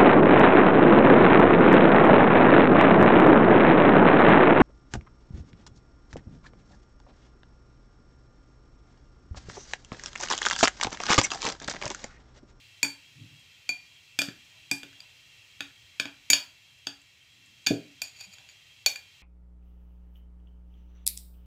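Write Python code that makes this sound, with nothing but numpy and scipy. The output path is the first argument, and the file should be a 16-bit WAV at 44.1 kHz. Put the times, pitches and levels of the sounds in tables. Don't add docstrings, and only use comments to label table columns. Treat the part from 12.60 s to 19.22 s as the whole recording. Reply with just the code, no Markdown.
import sys
import numpy as np
from scipy import signal
from scipy.io import wavfile
from scipy.ndimage import uniform_filter1d

SR = 44100
rng = np.random.default_rng(int(sys.argv[2]) if len(sys.argv) > 2 else 0)


def nominal_scale(level):
    x = np.asarray(level, float) / 20
    return 10 ** x


def master(y):
    cut = np.clip(np.atleast_2d(y).T, -1, 1)
    pcm = np.round(cut * 32767)
    wavfile.write(sys.argv[1], SR, pcm.astype(np.int16))


N = 291942


def evened(x):
    return x / np.sqrt(np.mean(x ** 2) + 1e-20)


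def read(points, hz):
    f, value = np.transpose(points)
    return np.interp(np.log(hz + 1), np.log(f + 1), value)


def level(rows):
    s, db = np.transpose(rows)
    return nominal_scale(np.interp(np.arange(N) / SR, s, db, left=-200, right=-200))


def add(mix, s, sound):
    part = mix[round(s * SR):][:len(sound)]
    part += sound[:len(part)]


def band(x, lo_hz, hi_hz):
    return signal.sosfilt(signal.butter(2, [lo_hz, hi_hz], "band", fs=SR, output="sos"), x)


def highpass(x, order, hz):
    return signal.sosfilt(signal.butter(order, hz, "high", fs=SR, output="sos"), x)


def ring(modes, length=1, spread_db=0, detune=0, rise_ms=0.14, scatter=0):
    hz, db, t60 = np.transpose(modes)[:, :, None]
    t = np.arange(0, np.clip(t60.max() * length, .03, .5), 1 / SR)
    chance = rng.standard_normal((3, len(modes), 1))
    turns = hz * (1 + detune * chance[1]) * t + scatter * chance[2]
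    envelope = nominal_scale(db + spread_db * chance[0] - 60 * t / (t60 * length))
    sines = (envelope * np.sin(2 * np.pi * turns)).sum(0)
    return sines * (1 - np.exp(-1000 * t / rise_ms))


def tuned(ring_hz, split):
    return [(ring_hz * factor, db, t60) for factor, db, t60 in split]


def slips_at(rate_hz, spread_db):
    strength = nominal_scale(spread_db * np.minimum(rng.exponential(1, N), 4))
    return strength * (rng.random(N) < rate_hz / SR) * rng.choice([-1, 1], N)


# pitch_hz, density_db (per Hz)
FLOOR_SPECTRUM = [(25, -30), (60, -11), (105, 1.5), (200, -15), (450, -19), (1000, -19), (1600, -17),
                  (2300, -5), (2950, -12.5), (4300, -11.5), (7700, -17), (9000, -26.5), (13500, -27.5),
                  (15650, -29.5), (15800, -65)]
# pitch_hz, width_hz, level_db
WHISTLE_BANDS = [(1893, 24, -6), (2384, 47, -8), (2575, 33, -3), (2694, 17, 5.5), (2802, 60, -1),
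                 (3155, 25, 5), (3273, 9.2, 6), (3460, 46.3, -5.5), (3990, 110, -4.5)]
# time_s, level_db
HISS_SWELL = [(0.0, -59), (1.5, -60), (1.8, -58.5), (3.72, -59.5), (4.57, -62.5), (5.24, -59.5),
              (6.62, -60)]


def hiss():
    frames, hz = N // 512 + 5, np.fft.rfftfreq(2048, 1 / SR)
    real, imaginary, patches = rng.standard_normal((frames, 1025, 3)).T
    patches = evened(uniform_filter1d(uniform_filter1d(patches, 9, 0), 7, 1))
    f, width, db = np.transpose(WHISTLE_BANDS)[:, :, None]
    bands = (nominal_scale(db - 1.5) ** 2 / (1 + (2 * (hz - f) / width) ** 2)).sum(0)
    bands = bands / (1 + (hz / 5500) ** 8)
    shape = np.sqrt(nominal_scale(read(FLOOR_SPECTRUM, hz) - 2.0) ** 2 + bands)
    spectrum = (real + 1j * imaginary) * shape[:, None] * nominal_scale(patches)
    x = signal.istft(spectrum, nperseg=2048, noverlap=1536)[1][:N]
    return evened(x) * level(HISS_SWELL) * nominal_scale(3.0)


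# pitch_hz, t60_s
KITCHEN_DECAY = [(150, 0.43), (400, 0.28), (1000, 0.36), (2800, 0.25), (7000, 0.24), (15000, 0.27)]


def kitchen(paths):
    taps = np.zeros((3, SR // 2))
    slots = np.arange(120, SR // 2 - 12, 12)
    at = slots + rng.integers(0, 12, (3, len(slots)))
    np.put_along_axis(taps, at, rng.choice([-1., 1.], at.shape), 1)
    hz, t, z = signal.stft(taps, SR, nperseg=256)
    tail = signal.istft(z * nominal_scale(-60 * t / read(KITCHEN_DECAY, hz)[:, None]), SR, nperseg=256)[1]
    tail = tail / np.linalg.norm(tail, axis=1)[:, None]
    return signal.fftconvolve(paths, tail, axes=1)[:, :N].sum(0)


# time_s, level_db
SLIDE_LEVEL = [(0.54, -74.5), (0.586, -52), (0.656, -45), (0.69, -66), (0.73, -52), (0.786, -65),
               (0.822, -62), (0.86, -89)]
# time_s, level_db
SHIFT_LEVEL = [(4.7, -94), (4.762, -72), (4.94, -75), (4.98, -81), (5.04, -74), (5.06, -90)]
# pitch_hz, level_db, t60_s
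TABLE_MODES = [(118, -9, .22), (165, -14, .3), (283, -2, .24), (277, -22, .55), (235, -2, .05),
               (366, -11, .2), (406, -11, .2), (560, -16, .2), (660, -20, .2)]
# centre_s, level_db, pitch_hz, length_ms, ring_db
BASE_BUMPS = [(.25, -54, 280, 3, 12.5), (1.687, -32, 210, 3.2, -15), (2.235, -41.5, 250, 1.5, -6.5),
              (3.461, -44, 262, 7.6, -7.5), (3.735, -53.5, 40.6, 26, -34), (5.11, -13.5, 241, 3.4, -8.5),
              (5.111, -23.5, 612, 2.3, -31), (5.1172, -21, 391, 2.8, -21), (5.14, -58, 54.4, 30, -29),
              (5.687, -56, 190, 14, -31)]


def table():
    rub = band(band(rng.standard_normal(N), 105, 148), 98, 450)
    rub += 0.16 * band(rng.standard_normal(N), 215, 307)
    shift = band(band(rng.standard_normal(N), 140.5, 320), 140.5, 320)
    out = level(SLIDE_LEVEL) * evened(rub) + level(SHIFT_LEVEL) * evened(shift)
    t = np.arange(-SR // 25, SR // 25) / SR
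    for s, db, hz, length_ms, ring_db in BASE_BUMPS:
        packet = np.cos(2 * np.pi * hz * t) * np.exp(-(1000 * t / length_ms) ** 2)
        add(out, s + t[0], -nominal_scale(db) * packet)
        modes = TABLE_MODES + [(hz, -3, .06)]
        add(out, s, nominal_scale(db + ring_db) * ring(modes, spread_db=2, detune=.006, rise_ms=3))
    return out


# time_s, level_db
SLUMP_LEVELS = [
    [(1.88, -86), (1.96, -74.5), (2.04, -86)],
    [(2.36, -76), (2.42, -69.5), (2.5, -88)],
    [(5.41, -85), (5.44, -65), (5.53, -85), (5.6, -73), (5.64, -76), (5.7, -80), (5.74, -71), (5.85, -75),
     (5.98, -87)],
]


def rice():
    hollow = ring([(630, -5, 0.039), (776, 0, 0.031), (990, -1, 0.025)], rise_ms=3.2)
    patter = signal.oaconvolve(slips_at(400, 2.7), hollow)[:N]
    return evened(patter) * sum(level(rows) for rows in SLUMP_LEVELS)


# start_s, level_db, pitch_hz
GRAIN_TICKS = [(0.7957, -50, 8400), (2.6444, -63, 6640), (4.1876, -53, 7400), (4.4177, -47.5, 7480),
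               (4.8604, -47.5, 7500), (5.042, -47, 7300), (5.6924, -55, 7400)]


def grains():
    out = np.zeros(N)
    for s, db, hz in GRAIN_TICKS:
        add(out, s, nominal_scale(db) * ring([(hz, -1.5, .008), (1.47 * hz, -9, .006)]))
    return out


# time_s, level_db
SCRAPE_STROKES = [
    [(5.43, -60), (5.438, -44), (5.528, -63), (5.594, -52.5), (5.61, -42), (5.618, -54.5), (5.654, -47.5),
     (5.67, -73), (5.7, -68)],
    [(5.7, -65), (5.708, -67), (5.738, -43.5), (5.748, -59), (5.872, -81.5), (5.892, -53), (5.95, -76)],
]
# pitch_factor, level_db, t60_s
BOWL_SPLITS = [
    [(1, 0, .14), (1.011, -17, .3), (.999, -15, .5)],
    [(1, 0, .07), (1.011, -14, .35), (1.043, -12, .05), (.999, -9, .5)],
    [(1, 0, .12), (1.0155, -9, .06), (.9995, -20, .35)],
]


def scrape():
    slips = slips_at(1200, 3)
    bowl = [(2460, -1, 0.19)] + tuned(4570, BOWL_SPLITS[1]) + tuned(6840, BOWL_SPLITS[2])
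    spoon = [(9270, -11, 0.08), (10680, -28, .07), (12200, -12, .07)]
    body = ring(bowl + spoon, 0.13)
    body[:64] += 1.1 * band(rng.standard_normal(64), 1000, 10500) * np.exp(-np.arange(64) / 12)
    strokes = sum(level(rows) for rows in SCRAPE_STROKES)
    scraped = signal.oaconvolve(slips * strokes, body)[:N]
    return scraped / np.sqrt(np.mean(slips ** 2) * (body ** 2).sum())


# start_s, level_db, hardness_db (per octave), rim_clack_db, belly_clack_db
KNOCKS = [(0.2299, -14, 3.5, -7, -15), (.248, -32, -9, -1, -2.5), (1.0912, -28, 3.5, -2, -5),
          (1.5891, -14, 1, -28, -6.5), (1.617, -16, -0.5, -19, -6.5), (1.6856, -33.5, -8, -6.5, -5),
          (2.113, -16, 3, -16, -9), (2.2317, -34.5, -1, -9.5, -2.5), (2.329, -45, -8.5, -11, -6),
          (2.4032, -41, 1, -6.5, -5), (3.006, -24.5, -1.5, -9.5, 0.5), (3.398, -18.5, -2.5, -8.5, -4),
          (3.455, -30.5, -5.5, -4, -5.5), (3.702, -11, 5.5, -5, -5), (3.7321, -11.5, 0.5, -8, -0.5),
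          (4.2699, -23, -2, -49, -0.5), (5.065, -21, -2, -6, -4), (5.0696, -14.5, 1.5, -10.5, -6.5),
          (5.4176, -25, 3, -28, -6.5), (5.6093, -37, 4, -10, -6), (5.783, -48, -3.5, -5.5, -1),
          (5.8888, -49.5, -2.5, 1, -0.5), (6.2614, -13, 4, -1.5, -7.5), (6.359, -30, 0.5, -11, -7)]


def path(s):
    return np.argmin(abs(np.transpose(KNOCKS)[0] - s)) % 3


def choke(rings):
    s = np.transpose(KNOCKS)[0]
    out, t = rings.copy(), np.arange(SR // 4) / SR
    for k in np.flatnonzero((np.diff(s) > .022) & (np.diff(s) < .036)):
        part = out[k % 3, round(s[k + 1] * SR):][:len(t)]
        part *= .3 + .7 * np.exp(-t / .003)
    return out


def thump(thump_db, knock_db):
    modes = [(280, -0.5, 0.19), (260, -21, 0.45), (228, -3, 0.073),
             (368.6, -13, 0.21), (176.2, -11, 0.19), (126.6, -12, 0.2)]
    out = nominal_scale(thump_db - 2.5) * ring(modes, rise_ms=0.53)
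    t = np.arange(1024) / SR
    dull = evened(band(rng.standard_normal(1024), 500, 883))
    out[:1024] += nominal_scale(knock_db + 3.0) * dull * np.exp(-t / 0.0051) * (1 - np.exp(-t / 0.00013))
    return out


# start_s, thump_db, dull_knock_db
TABLE_THUMPS = [(0.2323, -33, -39), (.2476, -59, -43), (1.0929, -43, -45), (1.5889, -32.5, -39.5),
                (1.6177, -37, -39), (1.6854, -38.5, -64), (2.1162, -30, -39.5), (2.2311, -47, -50),
                (3.0059, -42.5, -46), (3.4, -37.5, -38), (3.455, -40.5, -42), (3.701, -34, -34),
                (3.7319, -40.5, -32.5), (4.2693, -39.5, -40.5), (5.0651, -59, -64), (5.0705, -33.5, -37.5),
                (5.4168, -57, -47), (5.609, -77, -57), (5.785, -67, -71), (6.2613, -53.5, -36),
                (6.3575, -67, -53.5)]


def thumps():
    out = np.zeros((3, N))
    for s, thump_db, knock_db in TABLE_THUMPS:
        add(out[path(s)], s, thump(thump_db, knock_db))
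    return out


# pitch_hz, level_db, t60_s
CONTACT_MODES = [
    [(1475, 0, .08)],
    [(3487, 0, .11), (5010, -3, .12)],
    [(10195, 0, .09), (6320, 7, .08), (8390, 0, .08), (14085, -2, .08), (12280, -5, .08)],
    [(10665, 0, .07), (14550, -6, .06), (6875, 9, .09), (4760, 6, .18), (2615, 5, .06)],
    [(12140, 0, .07), (9260, -4, .07), (15425, -8, .05)],
    [(4544, 0, .34), (4592, -1, .24)],
    [(3510, 0, .16), (3474, -5, .12), (4720, -6, .07), (7000, -12, .2)],
    [(2378, 0, .17), (4533, -3, .17), (635, -14, .15)],
]
# start_s, level_db
CONTACT_HITS = [
    [(1.0918, -47), (2.113, -45), (4.2688, -48.5), (5.0645, -60), (5.0685, -66), (5.4178, -51)],
    [(1.5888, -37), (1.617, -42), (1.64, -49), (3.701, -74), (3.7315, -46), (5.0645, -60)],
    [(1.0918, -53.5), (1.5888, -70), (3.3981, -49.5)],
    [(3.701, -34.5), (3.7315, -34), (5.0645, -49)],
    [(.2295, -40), (1.617, -53), (3.701, -27.5), (5.4178, -39.5), (6.2613, -37)],
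    [(.2297, -33.5), (1.0918, -47), (2.113, -55), (3.733, -57.5), (5.068, -48)],
    [(5.0685, -29), (3.733, -46)],
    [(6.2624, -31.5), (3.399, -43.5)],
]


def contact_rings():
    out = np.zeros((3, N))
    for modes, blows in zip(CONTACT_MODES, CONTACT_HITS):
        for s, db in blows:
            add(out[path(s)], s, nominal_scale(db + 2.5) * ring(modes, detune=0.00096))
    return out


# start_s, low_hz, middle_hz, top_hz
RING_PITCHES = [(0, 2410, 4547, 6785), (2.3, 2417, 4750, 6780), (3.0, 2475, 4538, 6755),
                (3.6, 2410, 4562, 6778), (3.72, 2485, 4592, 6760), (4.2, 2460, 4650, 6460),
                (4.6, 2456, 4565, 6700), (5.3, 2438, 4585, 6900), (5.5, 2485, 4562, 6810),
                (6.0, 2412, 4510, 6783), (6.3, 2405, 4560, 6790)]
RING_LENGTHS = [1.1, .9, .9]
# start_s, low_db, middle_db, top_db, length_factor
BOWL_HITS = [(0.2297, -20.5, -24, -22, 0.39), (0.249, -32, -43, -47, .6), (1.0918, -26, -34, -39.5, 0.94),
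             (1.5913, -22, -45, -70, 0.52), (1.619, -59, -49, -70, 0.36), (2.113, -23, -52, -52.5, 0.51),
             (2.2308, -46, -84, -70, 0.96), (2.4042, -74, -36.5, -70, 0.13),
             (3.3991, -25.5, -28.5, -30, 0.25), (3.452, -54, -48.5, -72, 0.47),
             (3.701, -26.5, -44.5, -18.5, 1), (3.733, -25, -24, -16, 0.47), (4.2685, -70, -34.5, -37, 0.26),
             (5.0638, -37, -36, -26, 0.38), (5.0682, -29.5, -54, -59, 1), (5.419, -29, -30, -31, 0.21),
             (5.562, -59, -54, -60, .4), (5.598, -64, -51, -62, 0.94), (5.607, -47, -57, -55, 0.32),
             (5.784, -70, -59, -57, .3), (5.8895, -67, -66, -57, 0.77), (6.2626, -19.5, -17, -20, 0.37),
             (6.3574, -37, -40, -43, 0.6)]


def bowl_rings():
    out = np.zeros((3, N))
    for s, *dbs, length in BOWL_HITS:
        pitches = [row[1:] for row in RING_PITCHES if row[0] <= s][-1]
        for hz, db, split, share in zip(pitches, dbs, BOWL_SPLITS, RING_LENGTHS):
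            sound = ring(tuned(hz, split), max(length * share, .1), rise_ms=0.42)
            add(out[path(s)], s, nominal_scale(db + 2.5) * sound)
    return out


def chatter(top_db):
    t = np.arange(1024) / SR
    noise = evened(band(band(rng.standard_normal(1024), 8500, 16500), 6800, 13600))
    decay = np.exp(-t / 0.0019) + 0.11 * np.exp(-t / 0.0083)
    return nominal_scale(top_db + 6.5) * noise * decay * (1 - np.exp(-t / 0.00062))


def tilt_db(hard_db, hz):
    return hard_db * np.log2(hz / 3500)


# pitch_hz, level_db, t60_s
CLACK_MODES = [
    [(2397, 1.5, 0.027), (2526, -6, 0.015)],
    [(1473, 1.5, 0.013), (1707, 1, 0.017)],
    [(3243, 4.5, 0.006), (3703, -4.5, 0.018), (2813, -6, 0.013), (3416, -8.5, 0.017), (2570, -8.5, 0.013)],
    [(4733, -2.5, 0.005), (4565, -11.5, 0.028), (5184, -8, 0.0062), (4707, -8.5, 0.019), (5700, -15, 0.013)],
    [(6590, -6.5, 0.013), (6310, -10, 0.012), (7114, -8.5, 0.013)],
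    [(7700, -6.5, 0.014), (8340, -8.5, 0.016)],
]
# low_db, high_1_db, high_2_db, high_3_db
CONTACT_COLOUR = [(-13.5, 2, -6, -3.5), (-15, 2, -3, -12), (-12, 3.5, 2.5, -15), (-14.5, 2, -4, -6),
                  (-13.5, 1.5, -2, -9.5), (-14.5, 1, -3, -10), (-11, 0, -3.5, -6), (-11, -5, -2.5, -13),
                  (-14.5, -2, 4, -10), (-14, -10, -1, -10), (-10.5, -2.5, -3, -12), (-11.5, 3.5, -4, -10.5),
                  (-14, -0.5, -2.5, -10), (-12, 4, 2, -10.5), (-11.5, 5.5, -3.5, -9.5),
                  (-13.5, -0.5, -3.5, -12.5), (-14, 4, -3, -17), (-11.5, 3.5, -1, -10.5), (-19, 4, -4, -7),
                  (-12, 4, -12, -13), (-13, 0, -10.5, -10), (-12, 1, -3, -12), (-13, 2, -0.5, -12.5),
                  (-15, -2, -7, -9)]


def cracks():
    out = np.zeros((3, N))
    for (s, db, hard_db, rim_db, belly_db), (low_db, *high_dbs) in zip(KNOCKS, CONTACT_COLOUR):
        add(out[path(s)], s, chatter(db - 22.5 + tilt_db(hard_db, 11000)))
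        shares = [low_db, belly_db, *high_dbs]
        tilted = [share + tilt_db(hard_db, modes[0][0]) for share, modes in zip(shares, CLACK_MODES[1:])]
        for modes, share_db in zip(CLACK_MODES, [rim_db, *tilted]):
            clack = ring(modes, spread_db=1.5, detune=.01, rise_ms=.6, scatter=.3)
            add(out[path(s)], s, nominal_scale(db + share_db + 3.5) * clack)
    return out


def scene():
    hits = highpass(cracks() + thumps(), 4, 95)
    rings = highpass(choke(bowl_rings() + contact_rings()), 4, 95)
    hits[0] += table() + grains() + rice()
    rings[0] += scrape()
    sent = nominal_scale(-5.0) * hits + nominal_scale(-12.5) * rings
    sent = highpass(sent, 2, 380)
    return ((hits + rings).sum(0) + kitchen(sent) + hiss())[None]


def top_cut(x):
    return signal.sosfilt(signal.butter(12, 16830, fs=SR, output="sos"), x)


def record(dry):
    rounded = 1.3 * np.tanh(dry / 1.3)
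    closed = signal.sosfiltfilt(signal.butter(12, 15900, fs=SR, output="sos"), rounded)
    return top_cut(closed)


dry = scene()
out = record(dry)
master(out)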